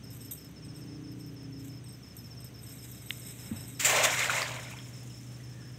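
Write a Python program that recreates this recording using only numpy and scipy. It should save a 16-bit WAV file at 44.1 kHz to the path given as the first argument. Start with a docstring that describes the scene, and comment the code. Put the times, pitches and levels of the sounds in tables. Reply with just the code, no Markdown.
"""A cast net slaps into a river at night: its weighted rim hits the water, the mesh drags air under
to ring as bubbles, and spray patters back down. Before that, the fisher gathers the net and throws it:
the mesh rustles, the chain weights jingle, and there is a sharp snap and a heavy step.
Nearby a cricket chirps by scraping its wings. Far off, an engine's exhaust drones and a thin call
wavers, over the low rumble and faint insect hiss of the night air."""
import sys
import numpy as np
from scipy import signal
from scipy.fft import rfft, irfft, next_fast_len
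from scipy.io import wavfile
from scipy.ndimage import uniform_filter1d

SR = 44100
rng = np.random.default_rng(int(sys.argv[2]) if len(sys.argv) > 2 else 0)


def wav_out(sig):
    """Save sig, one row per channel (or a flat mono array), as 16-bit PCM at SR to the path in sys.argv[1]."""
    wavfile.write(sys.argv[1], SR, np.round(np.clip(np.atleast_2d(sig).T, -1, 1) * 32767).astype(np.int16))


N = 254898
TIME = np.arange(N) / SR

# Levels in the tables are relative. A ring time is how long a tone takes to fall by 60 dB.
# A fade is how long a sound takes to fall to about a third of its strength.

# the rim and then the mesh hit the water: (time [s], level [dB], length [s], fade [s])
SLAPS = [(3.796, -30, 0.015, 0.036), (3.846, -23.5, 0.0083, 0.053), (4.035, -26.5, 0.0094, 0.0035)]
# surges of churned water, from the rim going in to the last froth:
# (time [s], length [s], fade [s], large bubbles [dB], small bubbles [dB], spray [dB])
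SURGES = [(3.791, 0.035, .02, -60, -37.5, -40), (3.832, 0.18, 0.074, -34, -31.5, -31.5),
          (3.869, 0.24, 0.0078, -33.5, -30.5, -38.5), (4.033, 0.023, 0.0056, -56, -24, -24.5),
          (4.098, 0.058, 0.014, -50, -30.5, -35), (4.161, 0.1, 0.039, -41, -31, -35.5),
          (4.293, 0.13, 0.012, -38.5, -33.5, -38), (4.2, 0.32, 0.14, -45.5, -39.5, -47)]
# tone colours of the slap, large bubbles, small bubbles and spray: (frequency [Hz], level [dB])
SLAP_COLOUR = [(300, -22), (800, -25), (1300, -4), (2400, 4), (4400, -4), (6000, -4.5), (7300, 7.5),
               (8400, -1), (9800, -15), (15500, -7.5)]
LARGE_BUBBLE_COLOUR = [(200, -33), (350, -13), (480, -0.5), (650, 4), (850, 0), (1100, 4), (1600, -61),
                       (3000, -50)]
SMALL_BUBBLE_COLOUR = [(600, 11), (1100, -6.5), (1500, -0.5), (2200, 6), (3000, -2), (3800, -4.5),
                       (4600, -8.5), (6000, 2), (10000, -52)]
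SPRAY_COLOUR = [(2500, 18.5), (4500, -12), (5600, -2.5), (7000, 3), (8200, 0), (9600, -8.5), (12500, -9),
                (15800, -8.5)]
# single plops: (time [s], level [dB], pitch [Hz], ring time [s], glide [octaves/s])
PLOPS = [(4.2964, -10.5, 1407, 0.011, 20), (4.301, -18, 2430, 0.017, 5.9), (4.208, -20.5, 2150, 0.019, 2.5),
         (4.4195, -13.5, 4740, 0.0033, 20), (4.726, -40, 2620, .02, 10), (4.736, -34.5, 900, 0.013, 5),
         (4.769, -38.5, 2370, 0.017, 8.8), (4.788, -36, 3270, 0.014, 8), (5.106, -46, 2940, 0.0094, 14),
         (5.232, -42, 5950, 0.0073, 20), (5.402, -47.5, 1920, 0.022, 8), (5.621, -49, 1440, 0.024, 5)]

# the net is gathered, swung and thrown: (time [s], half width [s], rustle [dB], jingle [dB])
NET_MOVES = [(.2, 0.12, -71, -76), (.45, 0.052, -68, -58), (.8, 0.052, -88, -61), (1.2, 0.021, -69, -75),
             (1.66, 0.072, -64.5, -63.5), (1.95, 0.15, -80, -75), (2.22, 0.15, -73, -66),
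             (2.71, 0.11, -65.5, -54.5), (2.92, .12, -62, -58), (3.26, 0.18, -58, -57),
             (3.63, 0.22, -62, -57.5)]
# shakes of the chain: (time [s], level [dB], length [s], hardness [0 to 1])
CHAIN_SHAKES = [(0.038, -58, 0.01, 1), (0.104, -55.5, 0.069, 0.94), (.209, -52.5, 0.024, .5),
                (0.248, -51, 0.016, 0.9), (0.311, -40.5, 0.033, 0.74), (.646, -52, .0072, .02),
                (0.759, -52, 0.0086, 0.14), (1.117, -60, .006, .9), (1.195, -57, 0.017, 0.2),
                (1.264, -57, .006, 1), (1.841, -51, .007, 0.03), (1.884, -49, .01, 0.03),
                (1.923, -58, .0067, .8), (2.167, -44, 0.0049, 1), (2.403, -55, 0.015, 0.3),
                (2.444, -47, 0.0083, 0.73), (2.631, -47.5, .008, 0), (2.915, -48, .0089, 1),
                (3.095, -48, .011, 1)]
# tones of a chain link, and of weights knocking together: (pitch [Hz], level [dB], ring time [s])
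LINK_TONES = [(3780, -13.5, 0.034), (8260, 1.5, 0.06), (12168, 2.5, 0.037), (12600, -5, 0.043)]
WEIGHT_TONES = [(2150, -0.5, .05), (2370, -6, .04), (3420, -7, 0.033), (3820, -1, .05)]
# tone colours of rustling mesh and of link ticking on link: (frequency [Hz], level [dB])
MESH_COLOUR = [(500, -1.5), (1100, -9.5), (1800, -1.5), (2150, 0.5), (2900, -2), (3900, 1.5), (4500, -20),
               (6000, -0.5), (7900, 6.5), (9500, -7), (14000, 1), (16000, -23)]
TICK_COLOUR = [(1000, -22), (2500, -14), (3600, -7), (4600, -23), (6200, -0.5), (8000, 2), (9800, -6.5),
               (13000, -1), (16000, -22)]
# tones of the snap, and of the ground underfoot: (pitch [Hz], level [dB], ring time [s])
SNAP_TONES = [(2150, -10.5, 0.0077), (2850, 10.5, 0.0017), (3500, -23, 0.015)]
GROUND_TONES = [(225, 3.5, 0.083), (260, 0, 0.044), (99, -6, 0.24)]
# tone colours of the snap and of the scuffing sole: (frequency [Hz], level [dB])
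SNAP_COLOUR = [(600, -10), (1300, -8), (2000, -3.5), (3900, -1.5), (4600, -13), (9000, -18)]
SCUFF_COLOUR = [(200, 3), (650, -0.5), (1100, -5.5), (2800, -5.5), (4500, -26), (9000, -38)]

# runs of even chirping:
# (time [s], chirps [count], chirp spacing [s], wing strokes per chirp [count], level [dB])
CHIRP_RUNS = [(.028, 3, .171, 3, -56), (.557, 5, .062, 1, -56), (.870, 4, .163, 3, -57),
              (1.520, 4, .168, 3, -56.3), (2.173, 4, .0645, 1, -53.3), (2.417, 4, .1218, 2, -55),
              (2.920, 2, .156, 3, -58.3), (3.211, 3, .172, 3, -54.5), (3.742, 1, .172, 3, -56),
              (4.594, 4, .167, 3, -57.5), (5.260, 3, .171, 3, -60), (5.728, 1, .171, 1, -60)]
# the engine's main boom: (time [s], level [dB])
ENGINE_BOOM = [(0.0, -46), (0.31, -52), (0.35, -64), (0.69, -49), (1.8, -45.5), (2.12, -54.5),
               (2.35, -46.5), (2.61, -50.5), (3.93, -45.5), (5.78, -45.5)]
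# its overtones: (pitch [multiple of the firing rate], level [dB])
ENGINE_OVERTONES = [(5, 0.5), (6, -6), (8, -11), (9, -0.5), (10, -3.5), (11, -15.5), (12, -20), (13, -12.5),
                    (14, -13.5), (15, -17), (16, -22), (17, -29)]
# the overtones swell on the night air: (time [s], half width [s], rise [dB])
ENGINE_SWELLS = [(.2, 0.33, 3), (1.13, 0.59, 13), (1.68, .18, 4.5), (3.9, 0.78, 5.5)]
# a steady hum under the engine: (pitch [Hz], level [dB])
ENGINE_HUM = [(69.6, -60.5), (87, -91), (104.4, -59.5)]
# the path of the far call: (time [s], pitch [Hz], level [dB])
FAR_CALL = [(5.45, 1700, -76), (5.58, 1770, -67), (5.69, 1760, -70), (5.78, 1710, -82)]
# tone colour of the night air: (frequency [Hz], level [dB])
AIR_COLOUR = [(20, -23), (45, -20.5), (70, -11.5), (133, -2.5), (200, -5.5), (291, -10.5), (380, -15.5),
              (900, -26), (3100, -27.5), (4600, -35.5), (5500, -33.5), (6100, -26), (7400, -39),
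              (8600, -31), (9700, -46.5), (15800, -45)]


def splash():
    """Hundreds of weights hit at once; trapped air rings as bubbles and spray falls back in clumps."""
    strike = sum(amp(db) * burst(s, 0.0019, length, fade) for s, db, length, fade in SLAPS)
    slaps = strike * colour(clicks(16000, 1.23), SLAP_COLOUR)
    large = bubbles(390, 1400, per_s=1300, cycles=16, spread_db=1.8, count=24)
    froth = bubbles(1000, 5000, per_s=3200, cycles=19, spread_db=2.4)
    gurgles = bubbles(1000, 4200, per_s=260, cycles=26, spread_db=2.4, count=20)
    settled = np.interp(TIME, [4.0, 4.25, 4.8], [0, .25, .55])
    small = np.sqrt(1 - settled) * froth + np.sqrt(settled) * gurgles  # the froth thins out
    spray = bubbles(3500, 16000, per_s=12000, cycles=18, spread_db=2.6)
    *_, large_db, small_db, spray_db = np.transpose(SURGES)
    # large bubbles take longest to form
    churn = churning(large_db, rise_s=0.038) * colour(large, LARGE_BUBBLE_COLOUR)
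    churn += churning(small_db, rise_s=0.025) * colour(small, SMALL_BUBBLE_COLOUR)
    foam = linger(3.86, db=-45, db_per_s=11.6)
    spray_strength = np.hypot(churning(spray_db, rise_s=0.0058), foam) * amp(1.9 * drift(90))
    churn += spray_strength * colour(spray, SPRAY_COLOUR)
    return bank_echo(slaps + amp(-1.3) * churn, ring_s=.25, echo_db=-12)


def churning(levels_db, rise_s):
    """How strong one kind of bubble is over time: the surges add up in power."""
    surges = (amp(db) * burst(s, rise_s, length, fade)
              for (s, length, fade, *_), db in zip(SURGES, levels_db))
    return np.sqrt(sum(surge ** 2 for surge in surges))


def bubbles(low_hz, high_hz, per_s, cycles, spread_db, rise_octaves=0.29, count=30):
    """A cloud of bubbles in `count` sizes; each rings for `cycles` vibrations as its pitch rises."""
    out = np.zeros(N)
    births, size = clicks(per_s, spread_db), rng.integers(0, count, N)
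    for k, hz in enumerate(np.geomspace(low_hz, min(high_hz, SR / 3), count)):
        ring_s = cycles / hz
        tone = ring(hz * rng.uniform(0.96, 1.03), ring_s, rise_octaves / ring_s, onset_s=3 / hz)
        out += np.sqrt(hz) * signal.oaconvolve(births * (size == k), tone)[:N]  # one tone per click
    return unit(out)


def plops():
    """Single larger pockets of air ring in the water, each gliding upward."""
    out = np.zeros(N)
    for s, db, hz, ring_s, glide in PLOPS:
        add(out, s, amp(db) * ring(hz, ring_s, glide, onset_s=0.57 / hz))
    return bank_echo(out, ring_s=0.19, echo_db=-3.5)


def drips():
    """Droplets each trap a tiny bubble: a few from the wet net, then the late spray."""
    net_held = np.interp(TIME, [.9, 1.1, 2.6, 3.0], [0, 1, 1, 0])
    from_net = bubbles(11000, 14500, per_s=16, cycles=220, spread_db=1.5, rise_octaves=.08, count=12)
    from_spray = bubbles(5500, 14700, per_s=600, cycles=34, spread_db=2.3, rise_octaves=.2, count=20)
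    return amp(-77.5) * net_held * from_net + linger(4.5, db=-61, db_per_s=7.9) * from_spray


def net():
    """Mesh rubs on mesh; the chain on its rim clinks in the hand and jingles softly in flight."""
    rubbing = sum(amp(db) * swell(s, width) for s, width, db, _ in NET_MOVES)
    jingling = sum(amp(db) * swell(s, width) for s, width, _, db in NET_MOVES)
    above_water = np.interp(TIME, [SLAPS[0][0], SLAPS[1][0]], [1, 0])
    flying = np.interp(TIME, [2.55, 3.15], [0, 1])
    hard_blows = amp(-3) * jingling * (1 - flying) * unit(clicks(110, 2))
    soft_blows = np.zeros(N)
    for s, db, length, hardness in CHAIN_SHAKES:
        add(hard_blows, s, amp(db) * np.sqrt(hardness) * shake(length))
        add(soft_blows, s, amp(db) * np.sqrt(1 - hardness) * shake(length))
    # hard blows tick, and ring brighter than soft ones
    ticks = amp(-5) * np.std(hard_blows) * colour(hard_blows, TICK_COLOUR)
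    clinks = chain(hard_blows, treble_db_per_octave=12.5, detune=0.0173)
    clinks += chain(soft_blows, treble_db_per_octave=-30, detune=0.0078)
    tumbling = jingling * flying * above_water * amp(3 * drift(45))
    jostles = amp(4.5) * tumbling * unit(clicks(550, 3.3))
    rattle = chain(jostles, treble_db_per_octave=-10, detune=0.024)
    rattle += amp(-9) * tumbling * knocks()
    rustle_strength = amp(5 + 3 * drift(60)) * rubbing * above_water
    rustle = rustle_strength * colour(clicks(3000, 2.5), MESH_COLOUR)
    return clinks + ticks + rattle + rustle


def shake(length_s, blows_per_s=900, spread_db=4, settle_db=-7, settle_s=0.033):
    """The blows in one shake of the chain: a firm one, a flurry of others, then the links settle."""
    t = np.arange(SR // 4) / SR
    blows = amp(spread_db * rng.standard_normal(len(t))) * rng.choice([-1, 1], len(t))
    blows *= rng.random(len(t)) < blows_per_s / SR
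    settling = amp(settle_db) * np.exp(-np.maximum(t - length_s, 0) / settle_s)
    blows *= np.where(t < length_s, 1, settling)
    blows[0] = amp(7)  # the firm first blow
    return blows * np.sqrt(length_s * SR) / np.linalg.norm(blows)


def chain(blows, treble_db_per_octave, detune, count=26):
    """Each blow lands on one of the links, which all ring at slightly different pitches."""
    out, link = np.zeros(N), rng.integers(0, count, N)
    for k in range(count):
        tone = np.zeros(SR // 8)
        for hz, db, ring_s in LINK_TONES:
            treble_db = treble_db_per_octave * max(np.log2(hz / LINK_TONES[1][0]), 0)
            uneven_db = 3.5 * rng.standard_normal()
            link_hz = hz * (1 + detune * rng.standard_normal())
            add(tone, 0, amp(db + treble_db + uneven_db) * ring(link_hz, ring_s))
        out += signal.oaconvolve(blows * (link == k), tone / np.linalg.norm(tone))[:N]
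    return out


def knocks():
    """The weights bump one another at random and ring dully."""
    return unit(sum(amp(db) * unit(signal.oaconvolve(clicks(250, 2), ring(hz, ring_s))[:N])
                    for hz, db, ring_s in WEIGHT_TONES))


def snap(time_s=3.1067, peak_db=-14.5):
    """A short dry crack as the net leaves the hand."""
    out = np.zeros(N)
    for hz, db, ring_s in SNAP_TONES:
        add(out, time_s, amp(db) * ring(hz, ring_s, onset_s=0.0006))
    out = colour(out, SNAP_COLOUR)
    return amp(peak_db) * out / abs(out).max()


def step(time_s=3.513, thud_db=-24.5, scuff_db=-53.5):
    """At the end of the throw a foot scuffs and lands, and the ground gives a dull thud."""
    out = amp(scuff_db) * swell(time_s + 0.028, 0.13) * colour(rng.standard_normal(N), SCUFF_COLOUR)
    for hz, db, ring_s in GROUND_TONES:
        add(out, time_s, amp(thud_db + db) * ring(hz, ring_s, onset_s=1.2 / hz))
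    return out


def cricket(top_hz=5455, fall_hz=540, vary_hz=18, stroke_s=0.0325, lone_stroke_s=0.04, spacing_s=.036):
    """Each wing stroke is a tone that sags as the scraper slows; a ground echo beats against it."""
    out = np.zeros(N)
    for start, chirps, period, strokes, db in CHIRP_RUNS:
        progress = np.linspace(0, 1, int(SR * (lone_stroke_s if strokes == 1 else stroke_s)))
        shape = np.sqrt(2) * abs(np.sin(np.pi * progress ** 0.8))
        for chirp, stroke in np.ndindex(round(chirps), round(strokes)):
            s = start + chirp * period + stroke * spacing_s
            jitter = unit(uniform_filter1d(rng.standard_normal(SR // 8), 60))[:len(progress)]
            hz = top_hz - fall_hz * progress ** 1.59 + vary_hz * (rng.standard_normal() + jitter)
            tone = amp(db + 0.44 * rng.standard_normal()) * shape * np.sin(phase(hz))
            add(out, s, tone)
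            add(out, s + .0058 + 0.00032 * rng.random(), 0.58 * tone)  # the ground echo
    turned = np.interp(TIME, [3.8, 4.5], [0, 1])  # facing away, more of it arrives as echo
    facing = bank_echo(out, ring_s=.2, echo_db=-8)
    facing_away = amp(0.5) * bank_echo(out, ring_s=0.18, echo_db=-3)
    return (1 - turned) * facing + turned * facing_away


def engine(firing_hz=30.3, creep_hz_per_s=.07, wander_hz=.12):
    """A far exhaust booms at four times its firing rate; overtones come and go on the night air."""
    firing = phase(firing_hz + creep_hz_per_s * TIME + wander_hz * drift(6))
    boom_db, = curves(ENGINE_BOOM)
    out = amp(boom_db - 1.2 - 0.6 * drift(15)) * np.sin(4 * firing)
    overtones_db = -63 + sum(db * swell(s, width) for s, width, db in ENGINE_SWELLS)
    for multiple, db in ENGINE_OVERTONES:
        strength = amp(overtones_db + db + 1.65 * drift(5.4))
        out += strength * np.sin(multiple * firing + 0.63 * drift(10) + 2 * np.pi * rng.random())
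    for hz, db in ENGINE_HUM:
        out += amp(db + 0.36 * drift(9.9)) * np.sin(2 * np.pi * (hz * TIME + rng.random()))
    return np.sqrt(2) * out


def far_call(waver_hz=60):
    """A faint unsteady whistle, blurred by distance."""
    hz, db = curves(FAR_CALL)
    started = TIME > FAR_CALL[0][0]
    tone = np.sqrt(2) * amp(db) * started * np.sin(phase(hz + waver_hz * drift(120)))
    return bank_echo(tone, ring_s=0.42, echo_db=1.5)


def night_air(level_db=-51.2):
    """Low rumble and the faint hiss of far insects."""
    return amp(level_db + .5 * drift(7.7)) * colour(rng.standard_normal(N), AIR_COLOUR)


def bank_echo(x, ring_s, echo_db):
    """Adds scattered echoes from the river bank and the water."""
    t = np.arange(SR // 2) / SR
    echoes = rng.standard_normal(len(t)) * (rng.random(len(t)) < .05)
    echoes *= (t > .003) * np.exp(-np.log(1000) * t / ring_s)
    return x + amp(echo_db) * signal.oaconvolve(x, echoes / np.linalg.norm(echoes))[:N]


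def ring(hz, ring_s, glide=0., onset_s=0.00018):
    """A dying tone whose pitch may glide, in octaves per second."""
    t = np.arange(int(max(ring_s, .002) * SR)) / SR
    tone = np.sin(phase(hz * 2 ** (glide * t)))
    return tone * np.exp(-np.log(1000) * t / ring_s) * (1 - np.exp(-t / onset_s))


def clicks(per_s, spread_db):
    """Clicks of uneven size at random times."""
    size = amp(spread_db * np.minimum(rng.exponential(1, N), 4)) * rng.choice([-1, 1], N)
    return size * (rng.random(N) < per_s / SR)


def colour(x, points):
    """Gives a sound a tone colour, then scales it to strength 1."""
    hz, db = np.transpose(points)
    size = next_fast_len(len(x))
    frequencies = np.fft.rfftfreq(size, 1 / SR)
    gain = amp(np.interp(np.log(frequencies + 1), np.log(hz), db))
    return unit(irfft(rfft(x, size) * gain, size)[:len(x)])


def burst(s, rise, length, fade):
    """A loudness shape: rises from time s, holds until length is over, then fades."""
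    return np.clip((TIME - s) / rise, 0, 1) * np.exp(-np.maximum(TIME - s - length, 0) / fade)


def swell(s, half_width):
    """A loudness shape: a smooth hill around time s."""
    return np.exp(-((TIME - s) / half_width) ** 2)


def linger(s, db, db_per_s):
    """A loudness shape: a long even fade from time s."""
    return (TIME > s) * amp(db - db_per_s * np.maximum(TIME - s, 0))


def drift(per_s):
    """Wanders to a new random value per_s times a second."""
    values = rng.standard_normal(4096)
    return unit(np.interp(TIME * per_s, np.arange(len(values)), values))


def curves(rows):
    """Joins the points in each column of a table into a line over time."""
    s, *columns = np.transpose(rows)
    return [np.interp(TIME, s, column) for column in columns]


def phase(hz):
    """The running angle of a wave whose pitch changes."""
    return 2 * np.pi * np.cumsum(hz) / SR


def add(mix, s, sound):
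    """Mixes a sound in at time s."""
    part = mix[max(round(s * SR), 0):][:len(sound)]
    part += sound[:len(part)]


def amp(db):
    """Turns decibels into a multiplier."""
    return 10 ** (np.asarray(db) / 20)


def unit(x):
    """Scales a signal to an average strength (rms) of 1."""
    return x / np.sqrt(np.mean(x ** 2) + 1e-20)


def scene():
    """The throw and the night around it, in one channel."""
    night = night_air() + engine() + cricket() + far_call()
    return (night + net() + snap() + step() + splash() + plops() + drips())[None]


def record(dry, low_hz=44, high_hz=15720):
    """Cuts the deep bass; the highest treble is cut too."""
    thin = signal.sosfilt(signal.butter(3, low_hz, "high", fs=SR, output="sos"), dry)
    treble_cut = signal.firwin(511, high_hz, window=("kaiser", 9), fs=SR)
    return signal.oaconvolve(thin, treble_cut[None], "same")


dry = scene()
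out = record(dry)
wav_out(out)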